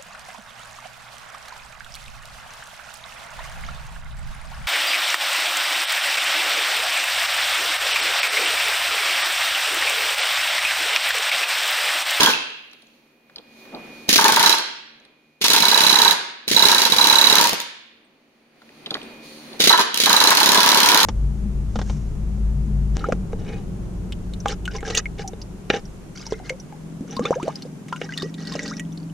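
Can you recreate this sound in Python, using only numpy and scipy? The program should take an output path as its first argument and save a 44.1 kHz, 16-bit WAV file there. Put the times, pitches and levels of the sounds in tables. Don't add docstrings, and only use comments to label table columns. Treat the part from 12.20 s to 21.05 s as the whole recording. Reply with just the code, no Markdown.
import sys
import numpy as np
from scipy import signal
from scipy.fft import rfft, irfft, next_fast_len
from scipy.io import wavfile
from scipy.ndimage import uniform_filter1d, map_coordinates

SR = 44100
rng = np.random.default_rng(int(sys.argv[2]) if len(sys.argv) > 2 else 0)


def elevation(decibels):
    levels = np.asarray(decibels, float)
    return 10 ** (levels / 20)


def waveform_to_disk(signal):
    frames = np.transpose(np.atleast_2d(signal))
    scaled = np.clip(frames, -1, 1) * 32767
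    samples = np.round(scaled).astype(np.int16)
    wavfile.write(sys.argv[1], SR, samples)


N = 390285
LEAD, SPAN = SR // 2, SR // 16

# first blow in seconds, last blow in seconds,
# rate in blows per second, chisel ring in dB, arm ring in dB.
STEADY_SPELLS = [(-.344, .004, 34.5, -12, -19.5), (.031, .059, 35, -12.5, -19),
                 (1.979, 2.01, 32, -24, -17.5), (2.041, 2.08, 25, -20, -14), (2.12, 2.12, 25, -18, -20),
                 (2.16, 2.16, 25, -18, -16), (2.194, 2.227, 30, -16, -16.5), (2.26, 2.326, 30, -7.5, -19),
                 (3.301, 3.361, 33, -12, -21), (3.422, 3.635, 33, -8.5, -20),
                 (3.665, 3.908, 33, -6.5, -19.5), (4.364, 4.452, 34, -3.5, -19.5),
                 (4.483, 4.546, 32, -10, -19.5), (4.58, 4.651, 28, -9.5, -21.5), (4.72, 4.783, 16, -6, -19),
                 (4.812, 5.069, 35, -5, -20), (5.098, 5.182, 35, -10, -19), (5.211, 5.24, 34, -20, -20),
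                 (5.27, 5.27, 34, -30, -30), (7.494, 7.494, 30, -4, -15), (7.527, 7.527, 30, -5, -12),
                 (7.858, 7.928, 29, -10, -15.5), (7.964, 8.038, 28, -10, -15.5),
                 (8.071, 8.071, 29, -9, -16), (8.105, 8.105, 29, -24, -15.5), (8.17, 8.2, 34, -17, -17.5),
                 (8.229, 8.229, 34, -12, -18), (8.258, 8.258, 34, -22, -20), (8.288, 8.288, 34, -11, -19),
                 (8.317, 8.345, 35, -18, -17.5), (8.374, 8.545, 35, -16.5, -17.5),
                 (8.573, 8.601, 35, -17, -19), (8.63, 8.83, 35, -16, -17.5)]
# time in seconds, crack in dB,
# exhaust in dB, arm ring in dB.
STRAY_BLOWS = [(.088, -36, -27, -27), (.134, -42.5, -44, -33), (1.89, -24, -24, -57),
               (1.927, -25, -22.5, -55), (1.957, -27, -19, -48), (2.383, -31, -48, -29.5),
               (3.213, -34.5, -25.5, -54.5), (3.24, -23.5, -19, -24), (3.281, -20.5, -23.5, -28),
               (3.402, -24, -21.5, -33), (4.278, -31, -26, -54), (4.313, -26.5, -20, -50),
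               (4.345, -27.5, -24.5, -37), (4.699, -29.5, -24.5, -51), (4.763, -26, -20.5, -26.5),
               (5.292, -24.5, -36.5, -41), (5.33, -28, -38, -50), (5.4, -30, -40, -40),
               (7.402, -31, -23, -47), (7.438, -27, -22, -60.5), (7.472, -24.5, -16.5, -51),
               (7.575, -27.5, -23, -13), (7.593, -29, -22, -20), (7.742, -26.5, -32, -52),
               (7.773, -23, -26.5, -49), (7.8, -22.5, -20.5, -56.5), (7.835, -26, -20.5, -47.5),
               (8.149, -23, -25, -26)]
SEATED_CRACK_DB, SEATED_EXHAUST_DB = -22, -21.5
SCATTER_S, SCATTER_DB = .0005, [1.8, 1.6, 1.6, 1.4]
STRAY_CHISEL_DB = 1.5
LET_GO_S, LET_GO_DB = .1, -7


def blows():
    even = []
    for first, last, rate, chisel_db, arm_db in STEADY_SPELLS:
        for s in np.linspace(first, last, round((last - first) * rate) + 1):
            even.append((s, SEATED_CRACK_DB, SEATED_EXHAUST_DB, chisel_db, arm_db))
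    even = np.array(even)
    even = even + rng.standard_normal(even.shape) * [SCATTER_S, *SCATTER_DB]
    even[:-1, 2] += LET_GO_DB * (np.diff(even[:, 0]) > LET_GO_S)
    stray = [(s, crack, vent, (crack + vent) / 2 + STRAY_CHISEL_DB, arm) for s, crack, vent, arm in STRAY_BLOWS]
    rows = np.vstack([even, stray])
    return rows[np.argsort(rows[:, 0])]


# time in seconds, chisel pitch in Hz, chisel left-right balance in dB,
# shank ring in dB, arm pitch in Hz.
TOOL_GRIP = [(0, 3400, -17, -11.5, 940), (.2, 3400, -7, -10, 930), (1.9, 3959, -23, -7.5, 898.1),
             (2.4, 3967, -20.5, -2, 905.8), (3.3, 3986, -16.5, -8.5, 911.3), (3.9, 3946, -37, -10, 910),
             (4.4, 3954, -18, -9, 911.9), (5.2, 3943, -17.5, -8.5, 914), (7.49, 3960, -7, -7, 900),
             (7.53, 3980, -7, -7, 960), (7.58, 3980, -7, -7, 925), (7.9, 4013, -20, -2, 898.3),
             (8.15, 4056, -16.5, -4, 928.6), (8.85, 4077, -18, -8.5, 961.5)]
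# time in seconds, twisting modes in dB, their centre in Hz,
# crack in dB, neck ring in dB.
CHISEL_BITE = [
    (.1, 6, 1560, .1, -17),
    (1.9, 4, 1640, 0.1, -24),
    (2.4, 3, 1660, 0.1, -19),
    (3.3, 1, 1650, 0.1, -25),
    (3.9, 1, 1650, 0.1, -25),
    (5.3, -.5, 1640, .5, -25),
    (7.5, -3, 1680, -.5, -18),
    (8.1, -4, 1680, 1.5, -19),
    (8.3, -3, 1700, 2, -16),
    (8.85, 0.1, 1760, 2, -16),
]


def hammer():
    s, crack_db, exhaust_db, chisel_db, arm_db = blows().T[:, :, None]
    chisel_hz, pan_db, shank_db, arm_hz = curves(TOOL_GRIP, s)
    twist_db, twist_hz, bite_db, neck_db = curves(CHISEL_BITE, s)
    crack_db = crack_db + bite_db
    spread = impact_crack(s, crack_db) + exhaust_jet(s, exhaust_db) + piston_thump(s, exhaust_db)
    spread = spread + neck_ring(s, chisel_hz, neck_db) + arm_clank(s, arm_db)
    chisel = chisel_ring(s, chisel_hz, chisel_db, pan_db) + shank_ring(s, crack_db + shank_db)
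    return spread, chisel, arm_ring(s, arm_hz, arm_db, twist_hz, twist_db)


# frequency in Hz, density in dB per Hz.
CRACK_SPECTRUM = [(60, -60), (900, -14), (2500, -3), (5500, -0.5), (6900, -2.5), (7600, -12), (9700, -11),
                  (13000, -5.5), (16000, -12)]


def impact_crack(s, db):
    burst = laid(s, elevation(db + 2.0) * swell(np.arange(SPAN) / SR, 0.002136))
    return coloured(noise(channels=2, alike=0.38) * burst, CRACK_SPECTRUM, 10500, 15500)


# frequency in Hz, density in dB per Hz.
EXHAUST_SPECTRUM = [(60, -38.5), (250, -14), (500, -17.5), (1000, -14.5), (2200, -3.5), (4200, 2),
                    (5600, -3), (6800, -4.5), (7500, -15), (9600, -10.5), (16000, -16.5)]


def exhaust_jet(s, db):
    t = np.arange(SPAN) / SR
    vent = np.minimum(np.diff(s, axis=0, append=s[-1:] + 1) - .005, .03)
    gate = np.clip(t / .0015, 0, 1) * np.clip((vent - t) / 0.0034, 0, 1) * elevation(-60 * t)
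    first = np.diff(s, axis=0, prepend=s[:1]) > .12
    trigger = laid(s - .012, first * elevation(db - 29.0) * swell(t, 0.011))
    eddies = elevation(2.36 * np.resize(wobble(260), N + LEAD))
    flow = laid(s, elevation(db - 2.5) * gate) + trigger
    return coloured(noise(channels=2, alike=0.45) * eddies * flow, EXHAUST_SPECTRUM, 4500, 7000)


# frequency in Hz, density in dB per Hz.
THUMP_SPECTRUM = [(30, -41), (100, -14), (220, -1), (450, -2.5), (700, -10.5), (3000, -59.5)]


def piston_thump(s, db):
    push = elevation(db - 6 + 1.5 * luck(s)) * swell(np.arange(SPAN) / SR, 0.00635)
    return coloured(noise(channels=2, alike=.45) * laid(s - .004, push), THUMP_SPECTRUM, 150, 600)


def chisel_ring(s, hz, db, pan_db):
    t = np.arange(SPAN) / SR
    choke = swell(t, 0.00421) + elevation(-10 - 60 * t / 0.088) * (1 - np.exp(-t / .003))
    stray = 0.0045 + 0.012 * np.clip((-9 - db) / 6, 0, 1)
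    phase = 2 * np.pi * hz * (1 + stray * luck(s)) * t + luck(s)
    ring = elevation(db + 2.5) * choke * np.sin(phase)
    return np.array([laid(s - .0012, elevation(side * pan_db) * ring) for side in (1, 0)])


def shank_ring(s, db):
    t = np.arange(SPAN) / SR
    hz = 9650 * (1 + .016 * luck(s))
    return laid(s, elevation(db + 2 + 2 * luck(s)) * swell(t, 0.0026) * np.sin(2 * np.pi * hz * t))


def neck_ring(s, chisel_hz, db):
    t = np.arange(SPAN) / SR
    hz = chisel_hz * (.88 + .09 * luck(s))
    return laid(s, elevation(db + 2.5 * luck(s)) * elevation(2.5) * swell(t, .002) * np.sin(2 * np.pi * hz * t))


# ratio to its pitch, level in dB, delay in seconds.
BENDING_MODES = [(.94, -3, .016), (1.02, 3.5, 0.017), (1.11, -2.5, .016), (1.22, -8, .013),
                 (1.36, -6.5, .012)]
# ratio to their centre, level in dB, delay in seconds.
TWISTING_MODES = [(.9, -8, .01), (.97, -4.5, .009), (1.04, -5, .011)]


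def arm_ring(s, arm_hz, arm_db, twist_hz, twist_db):
    bending = modes(BENDING_MODES, arm_hz, arm_db - 5.3, s)
    return laid(s, bending + modes(TWISTING_MODES, twist_hz, arm_db - 5.6 + twist_db, s))


def modes(table, hz, db, s):
    t = np.arange(SPAN) / SR
    total = 0
    for ratio, level, delay in table:
        phase = 2 * np.pi * ratio * hz * (1 + .011 * luck(s)) * t + .6 * luck(s)
        total = total + elevation(db + level + 1.5 * luck(s)) * swell(t, delay, sharp=6) * np.sin(phase)
    return total


# frequency in Hz, density in dB per Hz.
CLANK_SPECTRUM = [(60, -48), (350, -8.5), (700, -8), (930, -0.5), (1300, -4), (1650, -2), (2200, -13.5),
                  (6000, -60)]


def arm_clank(s, db):
    swells = laid(s, elevation(db - 9.2) * swell(np.arange(SPAN) / SR, 0.0145))
    return coloured(noise(channels=2, alike=0.717) * swells, CLANK_SPECTRUM, 820, 1118.6)


# start in seconds, pitch in Hz, level in
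# dB, 60 dB decay in seconds.
STRAY_RINGS = [(.085, 12600, -34.5, 0.186), (2.293, 5500, -27, .6), (2.335, 5470, -28.5, .55),
               (2.33, 12880, -48, .3), (5.845, 8500, -69, .08), (5.845, 8900, -70, .08),
               (6.828, 9150, -80, 0.25), (6.828, 8700, -82, .2), (6.662, 4000, -62, .1),
               (.062, 3370, -28, .55), (.03, 1600, -22, .3), (2.34, 3250, -33, .55), (2.33, 4000, -31, .5),
               (6.485, 2150, -63, .15), (7.593, 4050, -14, .14), (7.54, 4000, -17, .14),
               (.09, 3050, -35, .7), (.09, 3750, -34, .6), (.07, 1500, -22, .25), (7.605, 3000, -21, .15),
               (3.93, 1000, -32, .6), (3.93, 1630, -30, .4), (2.36, 890, -31, .5), (5.2, 950, -22, .45),
               (5.322, 62, -41, .12), (7.51, 12900, -36, .25)]


def rings():
    s, hz, db, t60 = np.transpose(STRAY_RINGS)[:, :, None]
    t = np.arange(SR // 2) / SR
    knots = rng.standard_normal((len(s), 16))
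    flutter = np.array([np.interp(t, np.linspace(0, .5, len(row)), row) for row in knots])
    level = elevation(db - 60 * t / t60 + 4 * flutter) * (1 - np.exp(-t / .002))
    return laid(s, level * np.sin(2 * np.pi * hz * t + .8 * flutter))


# time in seconds, thud in dB, tick
# in dB, tick pitch in Hz.
CHISEL_KNOCKS = [(.004, -27, -60, 3000), (.035, -27, -60, 3000), (.075, -28, -60, 3000),
                 (.302, -52.5, -46.5, 13000), (.531, -59.5, -47, 11500), (.62, -65, -54, 9476),
                 (1.097, -66.5, -63, 1700), (1.159, -58, -47.5, 4494), (1.168, -62, -66, 800),
                 (1.182, -54.5, -51.5, 3693), (1.522, -57.5, -75.5, 900), (1.535, -52.5, -78, 700),
                 (1.56, -57, -80, 700), (2.799, -66, -65, 6200), (2.85, -64, -55, 9500),
                 (5.318, -27.5, -60.5, 3001), (6.418, -64, -62, 1400), (6.49, -69, -67, 2197),
                 (6.66, -60, -50, 3400), (6.706, -51, -48, 4000), (6.667, -64, -62, 1450),
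                 (6.714, -60, -60, 900), (6.741, -54, -46.5, 3900), (6.752, -60, -56, 1550),
                 (6.768, -63, -63, 1450), (6.708, -75, -56, 9500), (6.829, -75, -64, 8800),
                 (6.815, -72, -66, 3000), (6.743, -75, -60, 6300), (.512, -70, -58, 6000),
                 (.668, -72, -62, 6500), (1.893, -60, -37, 6300), (1.906, -60, -39, 6700),
                 (1.932, -60, -38, 6000), (1.947, -60, -39, 6600), (2.014, -60, -35, 6300),
                 (7.33, -62, -67.5, 4003), (1.452, -64, -70, 1500), (1.548, -70, -68, 4200),
                 (5.115, -29, -60, 3000), (8.366, -26, -60, 3000), (8.708, -26, -60, 3000),
                 (8.736, -26, -60, 3000)]
# pitch in Hz, level in dB.
TICK_CHATTER = [(1000, 33), (4500, 34), (9000, 14.5)]
# frequency in Hz, density in dB per Hz.
TICK_SPECTRUM = [(100, -60.5), (1000, -9.5), (1600, -5), (2400, -8), (3700, 4.5), (5500, -6), (7500, -21),
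                 (9500, -20), (16000, -36.5)]
# frequency in Hz, density in dB per Hz.
THUD_SPECTRUM = [(30, -50.5), (110, -18), (200, -1.5), (450, -1), (750, -3.5), (1300, -14.5), (4000, -71)]


def knocks():
    s, thud_db, tick_db, tick_hz = np.transpose(CHISEL_KNOCKS)[:, :, None]
    t = np.arange(SPAN) / SR
    fall = elevation(tick_db - 60 * t / .026) * (1 - np.exp(-t / .0007))
    tick = coloured(noise(channels=2, alike=0.62) * laid(s, elevation(8.5) * fall), TICK_SPECTRUM, 2800, 10000)
    slow = signal.fftconvolve(rng.standard_normal(fall.shape), np.hanning(60)[None] / 23, 'same')
    chatter = slow * np.sin(2 * np.pi * tick_hz * t)
    pitched = laid(s, elevation(along(TICK_CHATTER, tick_hz)) * fall * chatter)
    thud = noise(channels=2, alike=.9) * laid(s, elevation(thud_db + 2.0) * swell(t, .012))
    return tick + pitched, coloured(thud, THUD_SPECTRUM, 150, 1200)


# time in seconds, leak in dB, whine in dB.
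SHOP_AIR = [(0.75, -74.5, -76.5), (0.95, -80.5, -71.5), (1.25, -82, -70.5), (1.4, -75, -69),
            (1.58, -84, -68.5), (1.75, -79, -69), (1.9, -82, -69), (3.15, -83, -71), (5.7, -83, -70),
            (5.8, -82.5, -80), (6.38, -80, -82), (6.45, -77, -80), (6.6, -76, -75), (6.78, -78, -72),
            (6.9, -81, -72), (7.0, -82, -72.5), (7.05, -73, -72), (7.1, -74.5, -73), (7.2, -76.5, -88),
            (7.34, -76, -79)]


def shop():
    leak_db, whine_db = curves(SHOP_AIR, np.arange(N) / SR)
    return air_leak(leak_db) + compressor_hum() + whine(whine_db) * elevation([[-1], [1]]) + rumble()


# time in seconds, lower pitch in Hz, upper pitch in Hz,
# level over the leak in dB.
JET_WHISTLES = [
    (1.0, 4500, 9300, -13),
    (5.8, 4700, 9300, -11),
    (6.3, 4750, 9400, -.5),
    (6.6, 4700, 9300, -1.5),
    (6.95, 4500, 9200, -2),
    (7.05, 4480, 9000, 2),
    (7.18, 4450, 9250, 3),
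    (7.25, 4150, 9350, 2),
    (7.4, 4100, 9300, 1),
]
# frequency in Hz, density in dB per Hz.
LEAK_SPECTRUM = [(700, -25), (1500, -3), (3000, 8.5), (4400, 16), (4900, 7.5), (6800, 7), (7800, -8),
                 (9300, 3.5), (10300, 0), (16000, -6)]


def air_leak(leak_db):
    hiss_part = coloured(noise(channels=2, alike=0.046), LEAK_SPECTRUM, 6800, 18000)[:, :N]
    low_hz, high_hz, jet_db = curves(JET_WHISTLES, np.arange(N) / SR)
    whistles = band(low_hz, size=150) + elevation(-5.0) * band(high_hz, size=70)
    return elevation(leak_db + wobble(12)) * hiss_part + elevation(leak_db + jet_db + 2.2 * wobble(15)) * whistles


def band(hz, size):
    slow = uniform_filter1d(rng.standard_normal((2, N)), size=size, axis=1)
    return np.sqrt(2 * size) * slow * np.sin(2 * np.pi * np.cumsum(hz) / SR)


# multiple of its speed, level in dB.
HUM_HARMONICS = [(2, -75.5), (3, -67.5), (4, -74), (5, -74.5), (6, -79.5), (7, -76.5), (8, -80)]


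def compressor_hum():
    turn = 2 * np.pi * np.cumsum(76 * (1 + .004 * wobble(3))) / SR
    return sum(elevation(db + 3.4 * wobble(13)) * np.sin(k * turn + .3 * wobble(10)) for k, db in HUM_HARMONICS)


def whine(db):
    t = np.arange(N) / SR
    tones = np.sin(2 * np.pi * 2449.5 * t + .35 * wobble(30)) + elevation(-12) * np.sin(2 * np.pi * 2256 * t)
    return elevation(db + 5.3 + 1.5 * wobble(45)) * tones


# frequency in Hz, density in dB per Hz.
RUMBLE_SPECTRUM = [(30, -25), (100, -24.5), (180, -17.5), (230, -6.5), (400, -13.5), (600, -16),
                   (1460, -22.5), (2400, -19), (3050, -25), (7000, -45.5), (16000, -59)]


def rumble():
    bass, treble = noise(channels=2, alike=0.967), noise(channels=2, alike=0.055)
    blend = filtered(bass, lambda hz: 1 / np.sqrt(1 + (hz / 800) ** 2))
    blend = blend + filtered(treble, lambda hz: 1 / np.sqrt(1 + (800 / (hz + 1)) ** 2))
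    return elevation(-63.5 + 1.9 * wobble(5)) * coloured(blend, RUMBLE_SPECTRUM, 150, 1200)[:, :N]


# start in seconds, length in seconds, first pitch in Hz, last pitch in Hz, level in dB.
SLEEVE_BRUSH = (1.3, .19, 12000, 15000, -76)
# time in seconds, hiss in dB.
HOSE_BLEED = [
    (.2, -76),
    (1.1, -78.5),
    (1.45, -84),
    (2.0, -85.5),
]
# frequency in Hz, density in dB per Hz.
HISS_SPECTRUM = [(2000, -40), (7000, -12), (9000, -8), (12000, 0), (16000, -2)]


def hiss():
    start, length, from_hz, to_hz, db = SLEEVE_BRUSH
    t = np.arange(N) / SR
    u = np.clip((t - start) / length, 0, 1)
    white = rng.standard_normal((2, N))
    carrier = np.sin(2 * np.pi * np.cumsum(from_hz + (to_hz - from_hz) * u) / SR)
    slide = uniform_filter1d(white, size=24, axis=1) * carrier
    steady = elevation(curves(HOSE_BLEED, t)[0]) * coloured(white, HISS_SPECTRUM, 8000, 16000)
    return steady + elevation(db + 17) * np.sin(np.pi * u ** 2) * slide


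# frequency in Hz, 60 dB decay in seconds.
GARAGE_DECAY = [(60, 0.13), (250, 0.74), (1000, 0.651), (2300, .96), (3300, .86), (4300, 0.74),
                (5800, 0.55), (8000, 0.51), (10500, 0.3921), (15000, 0.0541)]
# delay in seconds, level in dB.
NEAR_WALLS = [(.0045, -17), (.0098, -10), (0.0166, -10), (.022, -18.5)]
TAIL_TURNS_PER_S = 2.3


def garage(near, spread):
    hz, t, z = signal.stft(rng.standard_normal((2, 2, SR)), SR, nperseg=256)
    tail = signal.istft(z * elevation(-60 * t / along(GARAGE_DECAY, hz)[:, None]), SR, nperseg=256)[1]
    tail = elevation(-6.0) * np.pad(tail / np.linalg.norm(tail[0, 0]), [(0, 0), (0, 0), (SR // 100, 0)])
    sent = spread.mean(0)
    turn = 2 * np.pi * TAIL_TURNS_PER_S * np.arange(N + LEAD) / SR
    turned = sent * [np.cos(turn), np.sin(turn)]
    m = next_fast_len(N + LEAD + 2 * SR)
    wet = irfft(np.sum(rfft(turned, m)[:, None] * rfft(tail, m), 0), m)[:, :N + LEAD]
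    walls = sum(elevation(db) * np.array([np.roll(sent, round(k * s * SR)) for k in (1, 1.06)])
                for s, db in NEAR_WALLS)
    direct = np.array([near[0], np.roll(near[1], 5)])
    return (direct + walls + wet)[:, LEAD:]


def along(points, hz):
    f, v = np.transpose(points)
    return np.interp(np.log(hz + 1), np.log(f + 1), v)


def curves(rows, s):
    at, *cols = np.transpose(rows)
    return [np.interp(s, at, c) for c in cols]


def filtered(x, response):
    m = next_fast_len(x.shape[-1] + 8192)
    return irfft(rfft(x, m) * response(np.fft.rfftfreq(m, 1 / SR)), m)[..., :x.shape[-1]]


def coloured(x, spectrum, lo_hz, hi_hz):
    grid = np.arange(SR // 2)
    inside = (grid > lo_hz) & (grid < hi_hz)
    power = np.sum(elevation(2 * along(spectrum, grid))[inside]) / len(grid)
    return filtered(x, lambda hz: elevation(along(spectrum, hz))) / np.sqrt(power)


def laid(s, rows):
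    at = np.round(s * SR).astype(int) + LEAD + np.arange(rows.shape[1])
    return np.bincount(at.ravel(), rows.ravel(), N + LEAD + SR)[:N + LEAD]


def noise(channels, alike):
    own = rng.standard_normal((channels + 1, N + LEAD))
    return np.sqrt(alike) * own[0] + np.sqrt(1 - alike) * own[1:]


def wobble(rate):
    at = np.arange(0, N + 64, 64)
    knots = rng.standard_normal(int(N * rate / SR) + 4)
    return np.interp(np.arange(N), at, map_coordinates(knots, [at * rate / SR]))


def swell(t, peak, sharp=3):
    return (t / peak * np.exp(1 - t / peak)) ** sharp


def luck(s):
    return rng.standard_normal((len(s), 1))


CHISEL_WET_DB, ARM_WET_DB, TICK_WET_DB, THUD_WET_DB = -10, -8, -16, -9


def scene():
    (strokes, chisel, arm), (tick, thud) = hammer(), knocks()
    chisel = chisel + rings()
    spread = strokes + elevation(CHISEL_WET_DB) * chisel + elevation(ARM_WET_DB) * arm
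    spread = spread + elevation(TICK_WET_DB) * tick + elevation(THUD_WET_DB) * thud
    return garage(strokes + chisel + arm + tick + thud, spread) + shop() + hiss()


# start in seconds, end in seconds.
HAMMER_RESTS = [
    (.06, 1.89),
    (5.3, 7.402),
]
GAIN_DB, WAIT_S, CREEP_DB_PER_S, CEILING_DB = 0.8265, 0.9883, 30.5, 17
LEFT_DB, SETTLE_S = 5.5, .1


def gain():
    t = np.arange(N) / SR
    db = GAIN_DB
    for a, b in HAMMER_RESTS:
        creep = (t < b) * np.clip((t - a - WAIT_S) * CREEP_DB_PER_S, 0, CEILING_DB)
        settle = (t >= b) * LEFT_DB * np.clip(2 - 2 * (t - b) / SETTLE_S, 0, 1)
        db = db + creep + settle
    return elevation(db)


def top_cut(x):
    return signal.sosfilt(signal.butter(12, 15950, fs=SR, output="sos"), x)


# frequency in Hz, left over right in dB.
PORT_COLOUR = [(100, -0.5), (1300, 0), (2400, -1), (4400, -3), (8000, 2), (15000, 2)]


def record(dry):
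    x = dry * gain()

    def ports(hz):
        edge = np.clip((16000 - hz) / 300, 0, 1)
        return edge * elevation(along(PORT_COLOUR, hz) * np.array([[.5], [-.5]]))

    x = filtered(x, ports)
    x = x / (1 + np.abs(x) ** 5) ** (1 / 5)
    return top_cut(x)


dry = scene()
out = record(dry)
waveform_to_disk(out)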